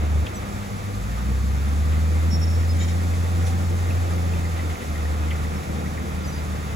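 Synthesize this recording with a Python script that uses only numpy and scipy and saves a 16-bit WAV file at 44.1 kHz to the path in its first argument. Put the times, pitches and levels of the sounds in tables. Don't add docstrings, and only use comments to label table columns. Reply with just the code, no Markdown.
import sys
import numpy as np
from scipy import signal
from scipy.fft import rfft, irfft
from scipy.io import wavfile

SR = 44100
rng = np.random.default_rng(int(sys.argv[2]) if len(sys.argv) > 2 else 0)


def inscribe(sig):
    pcm = np.round(np.clip(np.atleast_2d(sig).T, -1, 1) * 32767)
    wavfile.write(sys.argv[1], SR, pcm.astype(np.int16))


N = 297675
TIME = np.arange(N) / SR
FREQS = np.maximum(np.arange(N // 2 + 1) * SR / N, 1)


def exhaust(firings):
    # (time [s], level [dB])
    engine_load = [(0, -20.5), (.2, -20), (.95, -31), (1.3, -22.5), (2.1, -18.5), (3, -21), (3.9, -21.5),
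                   (4.5, -24.5), (5.45, -25), (5.8, -29.5), (6.75, -29.5)]
    # (multiple of the firing rate, relative level [dB])
    overtone_table = [(.5, -31), (2, -17), (3, -27), (4, -28.5), (6.5, -36), (7, -42), (9, -35)]
    boom_waver_db, boom_flutter_db = 0.5, 0.35
    overtone_waver_db = 2.5
    overtone_wander = 0.3

    load_db, = in_time(engine_load)
    level_db = load_db - let_ups()
    boom_db = level_db + boom_waver_db * drift(2.2) + boom_flutter_db * drift(21)
    boom = from_db(boom_db) * sine(firings)

    overtone_db = -21.5 + 0.45 * (level_db + 19.5)
    overtones = np.zeros(N)
    for multiple, db in overtone_table:
        gain = from_db(db + overtone_waver_db * drift(5))
        overtones += gain * sine(multiple * firings + overtone_wander * drift(1.2))
    return lag_sides(boom + from_db(overtone_db) * overtones)


def let_ups():
    # (start [s], length [s], depth [dB])
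    eased = [(0.234, 0.71, 16), (4.73, 0.13, 11), (5.596, 0.082, 10)]
    drop_s, pick_up_s = 0.023, 0.036

    loss_db = np.zeros(N)
    for start, length, depth_db in eased:
        falling = (TIME - start) / drop_s
        returning = 1 - (TIME - start - length) / pick_up_s
        loss_db += depth_db * np.clip(np.minimum(falling, returning), 0, 1)
    return loss_db


def engine_noise(firings, firing_hz):
    # (time [s], low rumble [dB], growl [dB])
    noise_levels = [(0, -36, -37), (.4, -37.5, -38), (.8, -36.5, -40.5), (1.3, -33.5, -42),
                    (1.8, -36.5, -39.5), (2.3, -35, -37.5), (3.2, -34.5, -37.5), (4.2, -35.5, -36),
                    (4.9, -38, -37.5), (5.8, -33.5, -37), (6.75, -39, -39.5)]
    # (frequency [Hz], strength [dB per Hz])
    rumble_colour = [(110, 0), (150, -1.5), (200, 1.5), (240, -2.5), (275, -10)]
    growl_colour = [(280, 1.5), (350, 2), (430, -2), (490, 2.5), (560, -0.5), (640, -2), (790, -1),
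                    (900, -10.5)]
    clatter_colour = [(750, -8), (880, 0.5), (990, 2.5), (1080, 1), (1200, 3), (1400, -1), (1600, -2),
                      (2050, -4.5), (2550, -6), (2800, -10), (3300, -13), (3650, -9), (4200, -23),
                      (4700, -58)]
    rumble_pulses, growl_pulses, clatter_pulses = 0.36, 0.17, 0.05
    working_hz = 79.6
    clatter_basic_db, clatter_db_per_hz, clatter_surge_db = -39, 0.04, 0.6

    rumble_db, growl_db = in_time(noise_levels)
    rumble = wide_noise(colour(rumble_colour), combustion(firings, rumble_pulses))
    rumble *= from_db(rumble_db + 0.93 * drift(10.3)) * throb(firings, depth=0.22)

    growl = wide_noise(colour(growl_colour), combustion(firings, growl_pulses))
    growl *= from_db(growl_db + 1.06 * drift(25)) * throb(firings, depth=0.067)

    clatter_db = clatter_basic_db + clatter_db_per_hz * (firing_hz - working_hz)
    clatter_gain = colour(clatter_colour) * uneven_spectrum(strength=0.42)
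    clatter = wide_noise(clatter_gain, combustion(firings, clatter_pulses))
    clatter *= from_db(clatter_db + clatter_surge_db * drift(8.5))
    return rumble + growl + clatter


def combustion(firings, share):
    spread_db, jitter_s = 2.2, 0.0009
    starts = np.flatnonzero(np.diff(np.floor(firings)))
    chances = rng.standard_normal((1024, 2))[:len(starts)]
    late, strength = np.clip(chances.T, -2, 2)
    places = (starts + late * jitter_s * SR).astype(int) % N
    pulses = np.zeros(N)
    pulses[places] = from_db(spread_db * strength)
    return np.sqrt(share) * rms_one(pulses) + np.sqrt(1 - share) * rng.standard_normal(N)


def tracks(clinks_per_s=170):
    # (time [s], level [dB])
    track_level = [(0, -52.5), (2, -51.5), (4.6, -47.5), (6.75, -49)]
    # (frequency [Hz], width [Hz], level [dB])
    link_modes = [(1244, 29, 1), (1392, 44, 14), (1863, 59, 11.5), (2060, 34, 15), (2318, 19, 12),
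                  (2690, 45, -11), (3600, 58, -23)]

    chance = clinks_per_s * from_db(3 * drift(9)) / SR
    struck = rng.random((2, N)) < chance
    clicks = struck * rng.standard_normal((2, N))
    clicks = clicks + 0.029 * clicks[::-1]
    ringing = irfft(rfft(clicks) * resonances(link_modes), N)
    level_db, = in_time(track_level)
    return from_db(level_db) * rms_one(ringing)


def tipper():
    # (time [s], firing rate [firings per s])
    tipper_speed = [(0, 101), (1.2, 99), (1.8, 97), (2.3, 89), (2.9, 71), (4.2, 73.3), (6.75, 69)]
    # (time [s], boom [dB], overtones [dB])
    tipper_levels = [(0, -37, -62), (1, -34, -58), (2, -34.5, -54), (2.6, -48, -49), (3.7, -43, -40),
                     (5, -48, -46), (6.75, -43, -39.5)]
    # (multiple of the firing rate, relative level [dB])
    tipper_tone = [(1.5, -3.5), (2, -3.5)]

    firing_hz, = in_time(tipper_speed)
    boom_db, overtone_db = in_time(tipper_levels)
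    firings = np.cumsum(firing_hz * (1 + 0.0039 * drift(5.6))) / SR
    boom = from_db(boom_db + 1.8 * drift(2.1)) * sine(firings)
    overtones = np.zeros(N)
    for multiple, db in tipper_tone:
        gain = from_db(overtone_db + db + 2 * drift(4.1))
        overtones += gain * sine(multiple * firings + rng.random())
    return lag_sides(boom + overtones)


def trucks():
    # (time [s], firing rate [firings per s])
    idle_speed = [(0, 33.7), (2.8, 33.6), (4.6, 32.2), (6.75, 31.6)]
    # (time [s], level [dB])
    hum_level = [(0, -40.5), (1, -40.5), (2.6, -43), (4.6, -50), (6, -40), (6.75, -37)]
    # (multiple of the firing rate, relative level [dB])
    hum_lines = [(6, 0), (9, -19), (14, -11), (15, -16), (18, -14), (24, -18), (35, -19)]
    # (frequency [Hz], strength [dB per Hz])
    ground_colour = [(27, -35), (35, -16), (43, 3), (60, 3.5), (85, 7), (120, -1), (160, -27)]
    hum_waver_db = 2.0
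    throb_hz, throb_db = 41.6, -46

    firing_hz, = in_time(idle_speed)
    hum_db, = in_time(hum_level)
    firings = np.cumsum(firing_hz * (1 + 0.002 * drift(5.5))) / SR
    hum = np.zeros(N)
    for multiple, db in hum_lines:
        gain = from_db(hum_db + db + hum_waver_db * drift(7.8))
        hum += gain * sine(multiple * firings + rng.random())

    throb_turns = np.cumsum(throb_hz * (1 + 0.015 * drift(2.8))) / SR
    low_throb = from_db(throb_db + 2 * drift(3.3)) * sine(throb_turns)
    rumble = from_db(-38.5) * throb(firings, depth=0.088) * wide_noise(colour(ground_colour))
    return lag_sides(hum + low_throb) + rumble


def clacks():
    # (start [s], pitch [Hz], width [Hz], level of the first 10 ms [dB], time to fall 60 dB [s])
    clack_table = [(0.266, 2900, 1150, -35.5, .055), (3.902, 2580, 250, -40, .05),
                   (4.336, 2590, 250, -42, .04), (4.45, 2000, 300, -41, .07), (4.59, 2000, 350, -38, .09),
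                   (4.755, 2100, 300, -41, .05), (4.955, 2000, 300, -41, .07), (5.05, 1780, 300, -39, .06),
                   (5.305, 2950, 800, -38.5, .07), (5.311, 2080, 450, -34.5, .09),
                   (5.447, 2000, 300, -40, .04), (5.858, 2050, 400, -39, .06), (5.973, 1980, 300, -40, .05)]

    out, age = np.zeros(N), TIME[:SR // 5]
    for s, hz, width, db, t60 in clack_table:
        edges = [hz - width / 2, hz + width / 2]
        band = signal.butter(2, edges, "band", fs=SR, output="sos")
        burst = rng.standard_normal(len(age)) * from_db(-60 * age / t60)
        ring = signal.sosfilt(band, burst)
        start = int(s * SR)
        out[start:start + len(age)] += from_db(db) * ring / rms(ring[age < .01])
    return lag_sides(out)


def squeaks():
    # (start [s], length [s], pitch [Hz], level before the side balance [dB],
    #           glide [share of pitch], roughness [0-1], octave overtone [dB])
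    squeak_table = [(0.35, 0.038, 5980, -46, -0.0071, 0.3, -8), (0.338, .035, 7890, -49, 0, .2, -30),
                    (2.303, 0.065, 5510, -36.5, -0.00092, 0.28, -18),
                    (2.411, 0.039, 5480, -37, 0, 0.3, -16), (2.436, 0.132, 5470, -47, -0.0088, 0.2, -25),
                    (2.55, .1, 5470, -54, -.004, .3, -25), (2.688, 0.04, 5140, -43, -0.022, 0.4, -25),
                    (2.786, 0.023, 6990, -45, 0, .3, -30), (2.81, 0.034, 7050, -40.5, 0.0078, 0.16, -30),
                    (2.873, 0.023, 7000, -50, 0, 0.4, -30), (3.357, 0.29, 769, -48.5, 0.0018, .2, -27),
                    (3.452, 0.038, 5670, -49, 0.0072, .6, -25), (5.554, 0.033, 5350, -53, 0.0064, 0.4, -25),
                    (6.237, 0.03, 4870, -47, 0, 0.35, -25), (6.272, 0.03, 6040, -43.5, -0.017, 0.4, -25),
                    (6.315, 0.03, 4800, -52, 0.0034, 0.5, -25),
                    (6.34, 0.063, 4920, -51, -0.0081, 0.76, -25), (6.324, 0.03, 6000, -53, 0, 0.25, -25)]
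    ring_share, ring_s = 0.23, 0.059
    pitch_waver, flutter_db = 0.011, 5
    side_phase = np.array([[0], [.12]])

    out, waver, flutter = np.zeros((2, N)), drift(100), drift(70)
    for s, length, hz, db, glide, rough, overtone_db in squeak_table:
        span = slice(int(s * SR), int((s + length + .25) * SR))
        age = np.maximum(TIME[span] - s, 0)
        along = np.minimum(age / length, 1)
        swell = np.abs(np.sin(np.pi * along)) ** 0.49
        swell += ring_share * along * np.exp(-np.maximum(age - length, 0) / ring_s)
        pitch = hz * (1 + rough * pitch_waver * waver[span] + glide * along)
        turns = np.cumsum(pitch) / SR + side_phase
        tone = sine(turns) + from_db(overtone_db) * sine(2 * turns)
        out[:, span] += from_db(db + rough * flutter_db * flutter[span]) * swell * tone
    return out * from_db([[-1.5], [1.2]])


def rocks():
    # (start [s], body [dB], crack [dB])
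    knock_table = [(1.92, -38, -54), (2.804, -38, -50), (2.882, -44, -49), (3.135, -40.5, -43),
                   (3.462, -45, -35), (4.10, -56, -43), (4.571, -38, -46), (4.695, -39, -44),
                   (4.808, -38, -45)]
    # (frequency [Hz], width [Hz], level [dB])
    rock_modes = [(1300, 300, -15), (2020, 300, 21), (2500, 300, -3), (3000, 670, 9), (3750, 250, -15)]
    # (frequency [Hz], strength [dB per Hz])
    crack_colour = [(3500, 7), (5700, 5), (7300, 5), (10000, 7.5), (15000, -16)]

    s, body_db, crack_db = np.transpose(knock_table)
    body_gain = np.abs(resonances(rock_modes)) * colour([(700, 0), (3600, 0)])
    body = blows(s, body_db, rise=0.0011, t60=0.18) * wide_noise(body_gain)
    crack_gain = colour(crack_colour) * uneven_spectrum(strength=0.96)
    crack = blows(s, crack_db, rise=0.0051, t60=0.2) * wide_noise(crack_gain)
    return body + crack


def load_bumps():
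    # (start [s], level [dB])
    bump_table = [(2.322, -23)]
    dull = colour([(115, -14), (150, -1), (190, -4), (240, -12)])
    return blows(*np.transpose(bump_table), rise=0.0024, t60=0.28) * wide_noise(dull)


def scrapes():
    # (start [s], length [s], level [dB])
    scrape_table = [(2.795, 0.064, -37), (2.872, 0.055, -43)]
    # (frequency [Hz], width [Hz], level [dB])
    steel_modes = [(1933, 20, 1), (2240, 44, -2), (3140, 37, -3), (3680, 32, -3), (3820, 31, -4),
                   (4120, 50, -13), (5250, 90, -9.5), (5660, 70, -11), (6500, 70, -15)]

    s, length, db = np.transpose(scrape_table)
    along = np.clip((TIME - s[:, None]) / length[:, None], 0, 1)
    pressure = from_db(db) @ np.sqrt(np.abs(np.sin(np.pi * along)))
    steel_gain = np.abs(resonances(steel_modes)) * colour([(1500, 0), (8000, 0)])
    return pressure * from_db(1.2 * drift(60)) * wide_noise(steel_gain)


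def hiss():
    # (time [s], level [dB])
    hiss_level = [(0, -47), (3.2, -44), (6, -46)]
    # (frequency [Hz], strength [dB per Hz])
    hiss_colour = [(3300, 3), (4300, 6), (5500, 5.5), (6800, 6.5), (8000, 5), (9200, -2), (10500, 4),
                   (12500, 0), (15500, -5.5)]
    flicker_db = 0.5

    level_db, = in_time(hiss_level)
    gain = colour(hiss_colour) * uneven_spectrum(strength=0.34)
    return from_db(level_db + flicker_db * drift(24)) * wide_noise(gain)


def uneven_spectrum(strength, count=10):
    delays = rng.uniform(0.001992, .025, count)
    sizes = rng.standard_normal(count) / np.sqrt(count)
    ripples = np.zeros(N)
    ripples[(delays * SR).astype(int)] = strength * sizes
    return np.abs(1 + rfft(ripples))


def wide_noise(gain, source=None):
    # (frequency [Hz], likeness [0-1])
    likeness = [(80, .995), (200, .98), (330, .95), (550, .85), (750, .45), (1000, .65), (1400, .35),
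                (2000, .55), (2800, .15), (3700, .4), (5500, .25), (6600, .8), (9000, .9), (15000, .85)]
    # (frequency [Hz], left minus right [dB])
    balance = [(80, 3), (300, 1.5), (550, 0.5), (700, -2.5), (900, 1), (1200, -4), (2200, 0), (2900, 1),
               (4000, 1), (6000, -2), (8000, 0)]

    alike = np.clip(at_hz(likeness), 0, 1)
    common, *scattered = rng.standard_normal((3, N))
    if source is not None:
        common = rms_one(source)
    shared = np.sqrt(alike) * lag_sides(common, spectrum=True)
    separate = np.sqrt(1 - alike) * rfft(np.array(scattered))
    side_gain = from_db(np.array([[.5], [-.5]]) * at_hz(balance))
    return rms_one(irfft((shared + separate) * gain * side_gain, N))


def lag_sides(x, spectrum=False):
    # (frequency [Hz], phase by which left lags [radians])
    lag = [(30, .42), (84, .54), (150, .8), (230, .85), (300, 1.2), (450, 1.35), (560, 1.85), (750, 2.1),
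           (1000, 3.0), (1550, 2.7), (2100, .1), (6600, -.2), (7600, 1.2), (9050, 3.1), (11000, 6.2),
           (13100, 9.4), (15400, 12.5)]
    pair = rfft(x) * np.exp(1j * np.array([[-.5], [.5]]) * at_hz(lag))
    return pair if spectrum else irfft(pair, N)


def resonances(modes):
    gain = 0
    for hz, width, db in modes:
        gain = gain + from_db(db) / (1 + 1j * (FREQS ** 2 - hz ** 2) / (FREQS * abs(width)))
    return gain


def colour(spectrum):
    past_ends = np.minimum(FREQS / spectrum[0][0], spectrum[-1][0] / FREQS)
    return from_db(at_hz(spectrum)) * np.minimum(1, past_ends) ** 8


def blows(times, levels_db, rise, t60):
    age = np.maximum(TIME - np.array(times)[:, None], 0)
    swell = 1 - np.exp(-age / abs(rise))
    decay = from_db(-60 * np.minimum(age / t60, 3))
    return from_db(levels_db) @ (swell * decay)


def throb(turns, depth):
    return rms_one(np.exp(depth * np.cos(2 * np.pi * turns)))


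def sine(turns):
    return np.sqrt(2) * np.sin(2 * np.pi * turns)


def drift(rate):
    smooth = rfft(rng.standard_normal(N)) / (1 + (FREQS / rate) ** 4)
    return rms_one(irfft(smooth, N))


def in_time(rows):
    s, *columns = np.transpose(rows)
    return [np.interp(TIME, s, c) for c in columns]


def at_hz(points):
    hz, value = np.transpose(points)
    return np.interp(np.log(FREQS), np.log(hz), value)


def from_db(db):
    return 10 ** (np.asarray(db) / 20)


def rms(x):
    return np.sqrt(np.mean(x ** 2) + 1e-20)


def rms_one(x):
    return x / rms(x)


def scene():
    # (time [s], firing rate [firings per s])
    engine_speed = [(0, 75.5), (.23, 74.5), (.9, 50), (1.05, 54.5), (1.23, 61.5), (1.4, 66), (1.7, 72.6),
                    (1.95, 77.2), (2.47, 82.6), (3.07, 85.6), (3.9, 87.6), (4.25, 84.6), (4.7, 82.6),
                    (4.95, 76.5), (5.6, 78), (6.3, 77.6), (6.75, 74.5)]

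    firing_hz, = in_time(engine_speed)
    firings = np.cumsum(firing_hz) / SR
    bulldozer = exhaust(firings) + engine_noise(firings, firing_hz) + tracks()
    other_trucks = tipper() + trucks()
    steel = clacks() + squeaks()
    stones = rocks() + load_bumps() + scrapes()
    return bulldozer + other_trucks + steel + stones + hiss()


def record(dry):
    return signal.sosfilt(signal.ellip(10, .1, 90, 15800, fs=SR, output="sos"), dry)


dry = scene()
out = record(dry)
inscribe(out)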